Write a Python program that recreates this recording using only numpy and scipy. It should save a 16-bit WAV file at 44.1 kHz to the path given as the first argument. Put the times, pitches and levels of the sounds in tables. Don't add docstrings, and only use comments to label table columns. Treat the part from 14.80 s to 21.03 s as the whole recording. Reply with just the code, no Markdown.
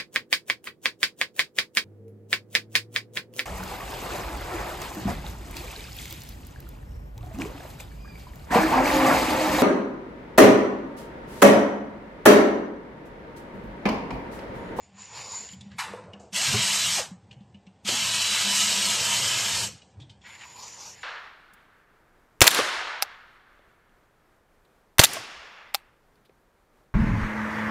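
import sys
import numpy as np
from scipy import signal
from scipy.fft import rfft, irfft, next_fast_len
from scipy.io import wavfile
from scipy.ndimage import uniform_filter1d, map_coordinates

SR = 44100
rng = np.random.default_rng(int(sys.argv[2]) if len(sys.argv) > 2 else 0)


def level_to_linear(level):
    exponent = np.asarray(level, float) / 20
    return 10 ** exponent


def transcribe(signal):
    frames = np.atleast_2d(signal).T
    limited = np.clip(frames, -1, 1)
    pcm = np.round(limited * 32767).astype(np.int16)
    wavfile.write(sys.argv[1], SR, pcm)


N = 274743


def unit(x):
    return x / np.sqrt(np.mean(x ** 2) + 1e-20)


def along(points, hz):
    f, v = np.transpose(points)
    return np.interp(np.log(hz + 1), np.log(f + 1), v)


def curves(tables):
    t = np.arange(N) / SR
    s, *cols = np.transpose(np.concatenate(tables))
    gate = sum((t >= rows[0][0]) & (t <= rows[-1][0] + 0.05) for rows in tables) > 0
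    return [np.interp(t, s, c) for c in cols] + [uniform_filter1d(gate * 1.0, size=64)]


def swells(rows, edge_s):
    t = np.arange(N) / SR
    gain = np.zeros(N)
    for start, length, db in rows:
        inside = np.minimum(t - start, start + length - t)
        gain += level_to_linear(db) * np.sin(np.pi / 2 * np.clip(inside / edge_s + 0.5, 0, 1)) ** 2
    return gain


def wobble(rate):
    coarse = np.arange(0, N + 8, 8)
    knots = rng.standard_normal(int(N * rate / SR) + 4)
    return np.interp(np.arange(N), coarse, map_coordinates(knots, [coarse * rate / SR]))


def filtered(x, response):
    m = next_fast_len(N + SR // 2)
    return irfft(rfft(x, m) * response(np.fft.rfftfreq(m, 1 / SR)), m)[:N]


def peak(f, hz, width):
    return 1j * f * width / (hz * hz - f * f + 1j * f * width)


def grit(spread_db):
    return unit(rng.standard_normal(N) * level_to_linear(spread_db * wobble(rate=1200)))


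def rings(events, attack_s):
    out, t = np.zeros(N + SR), np.arange(SR // 3) / SR
    for s, db, hz, t60 in events:
        drift = np.cumsum(rng.standard_normal(len(t))) * 0.01
        ring = level_to_linear(-60 * t / np.clip(t60, 0.01, 0.5)) * np.sin(2 * np.pi * hz * t + drift)
        out[round(s * SR):][:len(t)] += level_to_linear(db) * ring * (1 - np.exp(-t / attack_s))
    return out[:N]


def clacks(events, sharp, attack_s, dull_hz):
    out, t = np.zeros(N + SR), np.arange(SR // 4) / SR
    f = np.fft.rfftfreq(len(t), 1 / SR)
    for s, db, hz, t60, splash_db in events:
        contact = level_to_linear(-60 * t / np.clip(0.59 * t60, 0.02, 0.4))
        room = level_to_linear(-19.0 - 60 * t / 0.52)
        burst = rng.standard_normal(len(t)) * (contact + room) * (1 - np.exp(-t / attack_s))
        colour = peak(f, hz, hz / sharp) + level_to_linear(splash_db - 2) * peak(f, 1.4 * hz, 1.8 * hz)
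        bass_cut = (1j * f / (1j * f + 0.43 * hz)) ** 2
        clack = irfft(rfft(burst) * colour * bass_cut / (1 + 1j * f / dull_hz) ** 3, len(t))
        out[round(s * SR):][:len(t)] += level_to_linear(db) * clack / np.abs(clack).max()
    return out[:N]


# pitch_hz, density_db
AIR_COLOUR = [(200, -27.5), (340, -9), (437, -24.5), (645, -34.5), (682, 0.5), (784, 6), (1430, -20),
              (1710, -9.5), (6430, -21), (8500, -18.5), (9500, -33.5), (12400, -70), (20900, -120)]
AIR_DB = -68.5


def air():
    hiss = filtered(rng.standard_normal(N), lambda f: level_to_linear(along(AIR_COLOUR, f)))
    rumble = filtered(rng.standard_normal(N), lambda f: peak(f, 60, 24.0) + 0.5 * peak(f, 30, 26))
    return level_to_linear(AIR_DB + 0.41 * wobble(rate=12)) * (unit(hiss) + level_to_linear(9) * unit(rumble))


# start_s, peak_db, room_db (re blow)
KNOCK = [
    (0.987, -19.5, 7),
]
# pitch_hz, density_db
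BOARD_COLOUR = [(360, -61.5), (620, -27), (882, -0.5), (1240, -6), (2930, -7.5), (3210, -18.5),
                (3510, -10.5), (6660, -18.5), (8420, -16.5), (12000, -25.5), (14000, -45)]
# pitch_hz, t60_s
ROOM_DECAY = [(500, 1), (1000, 0.86), (3000, 0.49), (8000, 0.52), (13000, 0.51)]


def knock():
    (s, db, room_db), = KNOCK
    hz, t, z = signal.stft(rng.standard_normal(SR), SR, nperseg=256)
    decay = level_to_linear(-60 * t / along(ROOM_DECAY, hz)[:, None])
    tail = signal.istft(z * decay, SR, nperseg=256)[1][:SR]
    t = np.arange(SR) / SR
    blow = rng.standard_normal(SR) * level_to_linear(-60 * t / 0.2) + level_to_linear(room_db - 14.5) * tail
    out = np.zeros(N + SR)
    out[round(s * SR) - 200:][:SR] = blow * (1 - np.exp(-t / 0.0078))
    struck = filtered(out[:N], lambda f: level_to_linear(along(BOARD_COLOUR, f)))
    return level_to_linear(db - 0.5) * struck / np.abs(struck).max()


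# pitch_hz, width_hz
CABINET_MODES = [(108, 67), (200, 30.4), (500, 387)]
CALM_DB, DRIVEN_DB = [-71, -69.5, -69], [-27, -25.5, -28.5]
# start_s, length_s, level_db
LEANS = [
    [(.3, 0.26, -59), (.72, 0.71, -55.5), (1.69, 0.12, -39), (2.0, 0.785, -57.5), (3.08, .3, -56),
     (4.2, 0.52, -51.5), (4.74, 0.22, -45), (5.15, 0.21, -57.5)],
    [(.1, 0.13, -62.5), (.6, 0.36, -58), (1.15, 0.13, -64), (1.7, 0.1, -39), (2.3, .3, -61.5),
     (3.63, 0.525, -50), (4.82, 0.09, -53)],
    [(.33, 0.34, -58.5), (1.05, 0.44, -55), (1.7, 0.088, -51), (3.9, 1, -52.5), (5.7, 0.43, -68.5)],
]
LEAN_S = 0.054
# start_s, peak_db, pitch_hz, t60_s
THUMPS = [(0.73, -38.5, 191, 0.22), (0.862, -39.5, 197, 0.21), (0.954, -41, 184, 0.13),
          (1.1, -41.5, 196.4, 0.35), (1.241, -41, 182, 0.15), (1.334, -43, 201, 0.41),
          (1.526, -36.5, 183, 0.16), (1.681, -27, 133.7, 0.14), (1.739, -21.5, 102, 0.16),
          (2.082, -34.5, 169, 0.12), (2.314, -31, 186, 0.14), (2.434, -47.5, 94.2, 0.15),
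          (2.519, -49, 99.6, 0.15), (2.566, -40, 136, 0.13), (2.607, -37.5, 197, 0.11),
          (2.689, -52, 121, 0.099), (2.745, -40.5, 198.5, 0.17), (2.871, -40.5, 189, 0.15),
          (3.049, -36, 201, 0.31), (3.661, -44.5, 213, 0.15), (4.24, -40, 139, 0.18),
          (5.178, -32.5, 91.5, 0.077), (5.21, -37, 131, 0.15), (5.248, -55, 120, 0.19),
          (5.299, -39, 99, 0.15)]
# start_s, peak_db, pitch_hz, t60_s, splash_db (re centre)
TAPS = [(1.134, -28.5, 476, 0.12, -18), (1.17, -40, 514, .3, -16), (1.736, -28, 764, .1, -6),
        (1.339, -46, 534, 0.29, -1), (1.4, -43, 721, 0.24, -33), (1.741, -24, 422, 0.12, -17),
        (2.179, -28, 808, 0.54, -3), (3.086, -27.5, 437, 0.14, -10), (3.119, -31.5, 244, 0.25, -14),
        (5.189, -49.5, 290, 0.17, -16), (5.229, -53, 307, 0.11, -25)]


def cabinet():
    gear_db, gate = curves(GEARS)
    hum = np.zeros(N)
    for (hz, width), calm, driven, leans in zip(CABINET_MODES, CALM_DB, DRIVEN_DB, LEANS):
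        push = rng.standard_normal(N) * level_to_linear(1.5 * wobble(rate=14))
        mode = unit(filtered(push, lambda f: peak(f, hz, width) ** 2))
        hum += mode * (level_to_linear(calm) + gate * level_to_linear(gear_db + driven) + swells(leans, LEAN_S))
    return hum + rings(THUMPS, attack_s=0.003) + clacks(TAPS, sharp=14.0, attack_s=0.0015, dull_hz=2500)


# start_s, drag_db, tightness_db (brings out the thin hiss)
SLIDES = [
    [(0.0, -66, 5), (0.04, -67.5, 6), (0.128, -70, -8), (0.195, -55, 8.5), (0.29, -56, 3.5),
     (0.394, -45, 1), (0.45, -54.5, 8.5), (0.588, -51.5, 14), (0.73, -59, 8.5)],
    [(0.78, -64, 1), (0.9, -67.5, -6), (0.918, -57, -18), (0.96, -62.5, -16)],
    [(5.41, -73, -5), (5.456, -55.5, -7), (5.55, -58.5, 2.5), (5.62, -52.5, -2), (5.68, -55, 1),
     (5.76, -56.5, 1.5), (5.91, -54.5, 4.5), (6.05, -54.5, 2.5), (6.23, -59, 3)],
]
# pitch_hz, width_hz
CLOTH_BANDS = [(950, 320), (2300, 2200), (4800, 2000), (7000, 400), (11200, 6000), (6000, 1600),
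               (2050, 1500)]
# start_s, length_s, level_db
HOLLOW = [
    (0.17, 0.044, -59),
    (0.3, 0.29, -53),
    (5.48, 0.2, -61.5),
    (5.76, 0.11, -52.5),
    (5.96, .15, -55),
]
# start_s, length_s, level_db
RASP = [
    (0.2, .1, -81),
    (0.34, 0.22, -54),
    (5.62, 0.065, -69),
    (5.78, 0.091, -49.5),
    (6.0, 0.093, -53.5),
]
STROKE_S, FOLD_DB, WEAVE_DB = 0.076, -7.5, -6.5
# start_s, length_s, level_db
FUZZ = [
    (.18, .12, -75),
    (.33, 0.43, -69),
    (5.45, .85, -67.5),
    (5.78, .04, -62),
    (6.0, .12, -73),
]
# start_s, length_s, level_db
SEAM = [
    (0.2, .45, -60.5),
    (5.8, 0.15, -49.5),
    (5.97, .17, -47),
]
# start_s, length_s, level_db
SCRAPE = [
    (5.445, 0.125, -49),
    (5.607, 0.046, -48),
]


def cloth():
    drag_db, tight_db, gate = curves(SLIDES)
    catch = level_to_linear(0.88 * wobble(rate=60))
    drag = gate * level_to_linear(drag_db)
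    fold = swells(HOLLOW, STROKE_S) + drag * level_to_linear(FOLD_DB)
    weave = swells(RASP, STROKE_S) + drag * level_to_linear(WEAVE_DB + 0.81 * tight_db)
    hiss = drag * level_to_linear(tight_db)
    fibres, seam = swells(FUZZ, STROKE_S), swells(SEAM, STROKE_S)
    gains = (fold, drag, weave, hiss, fibres, seam, swells(SCRAPE, 0.024))
    out = np.zeros(N)
    for gain, (hz, width) in zip(gains, CLOTH_BANDS):
        out += gain * unit(filtered(grit(spread_db=0.5) * catch, lambda f: peak(f, hz, width) ** 2))
    return out


# start_s, peak_db, pitch_hz, t60_s, splash_db (re centre)
TICKS = [(0.371, -40, 3100, 0.1, 2), (0.688, -39, 3030, 0.1, -6), (0.7342, -41, 3100, 0.08, -22),
         (0.8086, -39.5, 3600, 0.068, -6), (0.915, -46, 1720, 0.1, -16), (1.2374, -49.5, 1530, 0.07, 6),
         (1.333, -37.5, 2850, 0.083, -19), (1.3962, -48.5, 7100, 0.71, -4.5),
         (1.5594, -18.5, 3270, 0.086, -5.5), (2.5106, -39, 2940, 0.089, -24), (2.527, -48, 3060, 0.1, -6),
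         (2.6055, -57, 3270, 0.1, -16), (2.744, -48, 2900, 0.12, -25), (2.866, -48, 2750, 0.1, -14),
         (3.0475, -36, 2900, .1, -1), (3.087, -17.5, 3320, 0.12, -5), (5.017, -44.5, 2900, 0.1, -7),
         (5.1997, -46.5, 3350, 0.3, -12), (5.219, -44.5, 3660, 0.11, -16), (5.2954, -42, 3160, 0.24, -9),
         (5.4151, -49, 3350, 0.11, -16), (5.76, -44, 2500, 0.11, 0), (5.6106, -38, 3000, 0.1, -10),
         (6.187, -45, 1650, 0.089, -11)]


def ticks():
    return clacks(TICKS, sharp=11, attack_s=0.0007, dull_hz=8000)


# start_s, level_db
GEARS = [
    [(1.524, -59), (1.532, -40), (1.564, -27.5), (1.588, -30), (1.646, -27), (1.84, -26), (2.154, -28),
     (2.198, -32.5), (2.4, -80)],
    [(3.04, -81), (3.05, -43.5), (3.08, -28.5), (3.26, -27), (3.81, -26), (4.59, -28), (4.85, -32.5),
     (4.91, -49), (5.1, -76)],
]
# pitch_hz, density_db
GEAR_COLOUR = [(160, -34.5), (280, -13), (506, -25), (658, -12.5), (815, -15), (960, -10.5), (1450, -8.5),
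               (2490, -2), (3030, 1), (3630, -3.5), (3940, -5.5), (8120, -10), (9420, -19), (13100, -24.5),
               (14200, -34.5)]
# pitch_hz, width_hz, level_db
HOUSING = [(600, 17, 5), (900, 74, 12), (1280, 12, -2), (2940, 24, -18), (4020, 19, 3), (4360, 31, -2),
           (4680, 12, -5), (5250, 48, -3), (6800, 114, -17.5), (7800, 260, -25), (8470, 27, -2.5)]
# pitch_hz, width_hz, level_db
PANEL = [(664, 29, -1.5), (1280, 32, 0), (1657, 60, 4.5), (1970, 34, -3.5)]
GROWL_DB, FIZZ_DB = -11.5, -0.5
STRAIN_DB_PER_HZ = 0.03


def gears(turn, sag):
    level_db, gate = curves(GEARS)
    teeth = grit(spread_db=0.33) * (1 + 0.14 * np.cos(turn / 3))
    teeth = teeth * level_to_linear(0.36 * wobble(rate=11) + 0.54 * wobble(rate=60))

    def body(f):
        modes = sum(0.62 * level_to_linear(0.93 * db) * peak(f, hz, width + 140) for hz, width, db in HOUSING)
        return level_to_linear(along(GEAR_COLOUR, f)) * (1 + modes)

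    def low(f):
        return 1 / (1 + (f / 1900) ** 6)

    def high(f):
        return 1 / (1 + (5500 / (f + 1)) ** 8)

    def panel(f):
        return low(f) * (1 + sum(level_to_linear(db) * peak(f, hz, width) for hz, width, db in PANEL))

    rung = filtered(teeth, body)
    growl = unit(filtered(rung, panel))
    rattle = unit(filtered(rung, lambda f: (1 - low(f)) * (1 - high(f))))
    fizz = unit(filtered(rung, high))
    growl_gain = level_to_linear(GROWL_DB + STRAIN_DB_PER_HZ * sag + 1.13 * wobble(rate=9))
    fizz_gain = level_to_linear(FIZZ_DB + STRAIN_DB_PER_HZ * sag + 1.13 * wobble(rate=9))
    return gate * level_to_linear(level_db - 2.13) * (rattle + growl_gain * growl + fizz_gain * fizz)


# pull_s, bite_s (screw bites), sag_hz, sag_time_s, release_s
RUNS = [
    (1.525, 2.0, 150, .17, 2.165),
    (3.04, 3.55, 65, .6, 4.85),
]
FREE_HZ, SPIN_UP_S, BRAKE_HZ_PER_S, BRAKE_S = 992, 0.064, 8500, 0.036
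TORQUE_DB, BRAKE_DB = 6, [8, -22]


def motor():
    t = np.arange(N) / SR
    hz, sag, torque_db = np.zeros(N), np.zeros(N), np.zeros(N)
    for (pull, bite, depth, slow, release), brake_db in zip(RUNS, BRAKE_DB):
        on = (t > pull) & (t < release + 0.5)
        load = depth * (1 - np.exp(-(np.clip(t - bite, 0, release - bite) / slow) ** 2))
        spin = np.exp(-np.clip(t - pull, 0, None) / SPIN_UP_S)
        braked = BRAKE_HZ_PER_S * np.clip(t - release, 0, None)
        hz += on * np.clip(FREE_HZ * (1 - spin) - load - braked, 0, None)
        sag += on * load
        braking = np.clip(np.minimum(t - release, release + BRAKE_S + 0.03 - t) / 0.024, 0, 1)
        starting = np.clip(3.5 * spin, 0, 1)
        torque_db += on * (TORQUE_DB * starting + (TORQUE_DB + 6 + brake_db) * braking)
    return hz, sag, torque_db


# multiple (of motor speed), pitch_hz, width_hz, level_db
VOICED = [(3, 2926, 130, -34), (3.265, 3070, 66, -34), (4, 3950, 190, -33.5), (9, 8800, 600, -46.5)]
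WHINE_DB = -47.5


def whine(hz, torque_db):
    turn = 2 * np.pi * np.cumsum(hz * (1 + 0.0013 * wobble(rate=50))) / SR

    def flutter(db):
        return level_to_linear(db + 1.5 * wobble(rate=14) + 1.5 * wobble(rate=30))

    chatter = wobble(rate=79) * np.clip(abs(np.gradient(hz)) * SR / 4000, 0.15, 1.7)
    radiates = (hz / 500) ** 6 / (1 + (hz / 500) ** 6)
    orders = radiates * np.sin(turn + chatter) * flutter(WHINE_DB + torque_db)
    for multiple, mode_hz, width, db in VOICED:
        voice = abs(peak(multiple * hz, mode_hz, width)) ** 2
        orders += voice * np.sin(multiple * turn) * flutter(db)
    return orders, turn


def scene():
    hz, sag, torque_db = motor()
    tone, turn = whine(hz, torque_db)
    mono = tone + gears(turn, sag) + cloth() + cabinet() + knock() + ticks() + air()
    return np.array([mono, mono])


def thrift(x, rough_db, faint_db, split_hz):
    hz, _, z = signal.stft(x, SR, nperseg=2048, noverlap=1536)
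    hz = hz[:, None]

    def blur(v, size):
        return uniform_filter1d(uniform_filter1d(v, size=size[0], axis=0), size=size[1], axis=1)

    luck = unit(blur(rng.standard_normal(z.shape), size=(6, 5)))
    power = abs(blur(abs(z) ** 2, size=(48, 2))) + 1e-20
    nearby = abs(blur(abs(z) ** 2, size=(5, 7)))
    around = abs(blur(power, size=(1, 7))) + 1e-20
    valley_db = np.clip(10 * np.log10(nearby / around + 1e-9), -3, 9)
    block = unit(blur(luck, size=(20, 2)))
    treble = hz > split_hz
    starved = (luck + valley_db / 2 < -np.where(treble, 0.25, 2.1)) & (hz > 1700)
    faint = treble & (power < level_to_linear(2 * (faint_db - 1.5 * block - 1.5 * luck)))
    gain = np.where(starved | faint, 0.03, level_to_linear(rough_db * luck * (hz > 900)))
    return signal.istft(z * gain, SR, nperseg=2048, noverlap=1536)[1][:N]


def roll_off(x):
    return signal.sosfilt(signal.butter(12, 14350, fs=SR, output="sos"), x)


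TOP_HZ = 14150


def record(dry):
    mono = filtered(dry[0], lambda f: (f < TOP_HZ) * (0.03 + 1 / (1 + (72 / (f + 1)) ** 8)))
    mono = mono / (1 + abs(mono / 0.3) ** 4) ** 0.25
    mono = thrift(mono, rough_db=1.92, faint_db=-91.5, split_hz=8700)
    return roll_off(np.array([mono, mono]))


dry = scene()
out = record(dry)
transcribe(out)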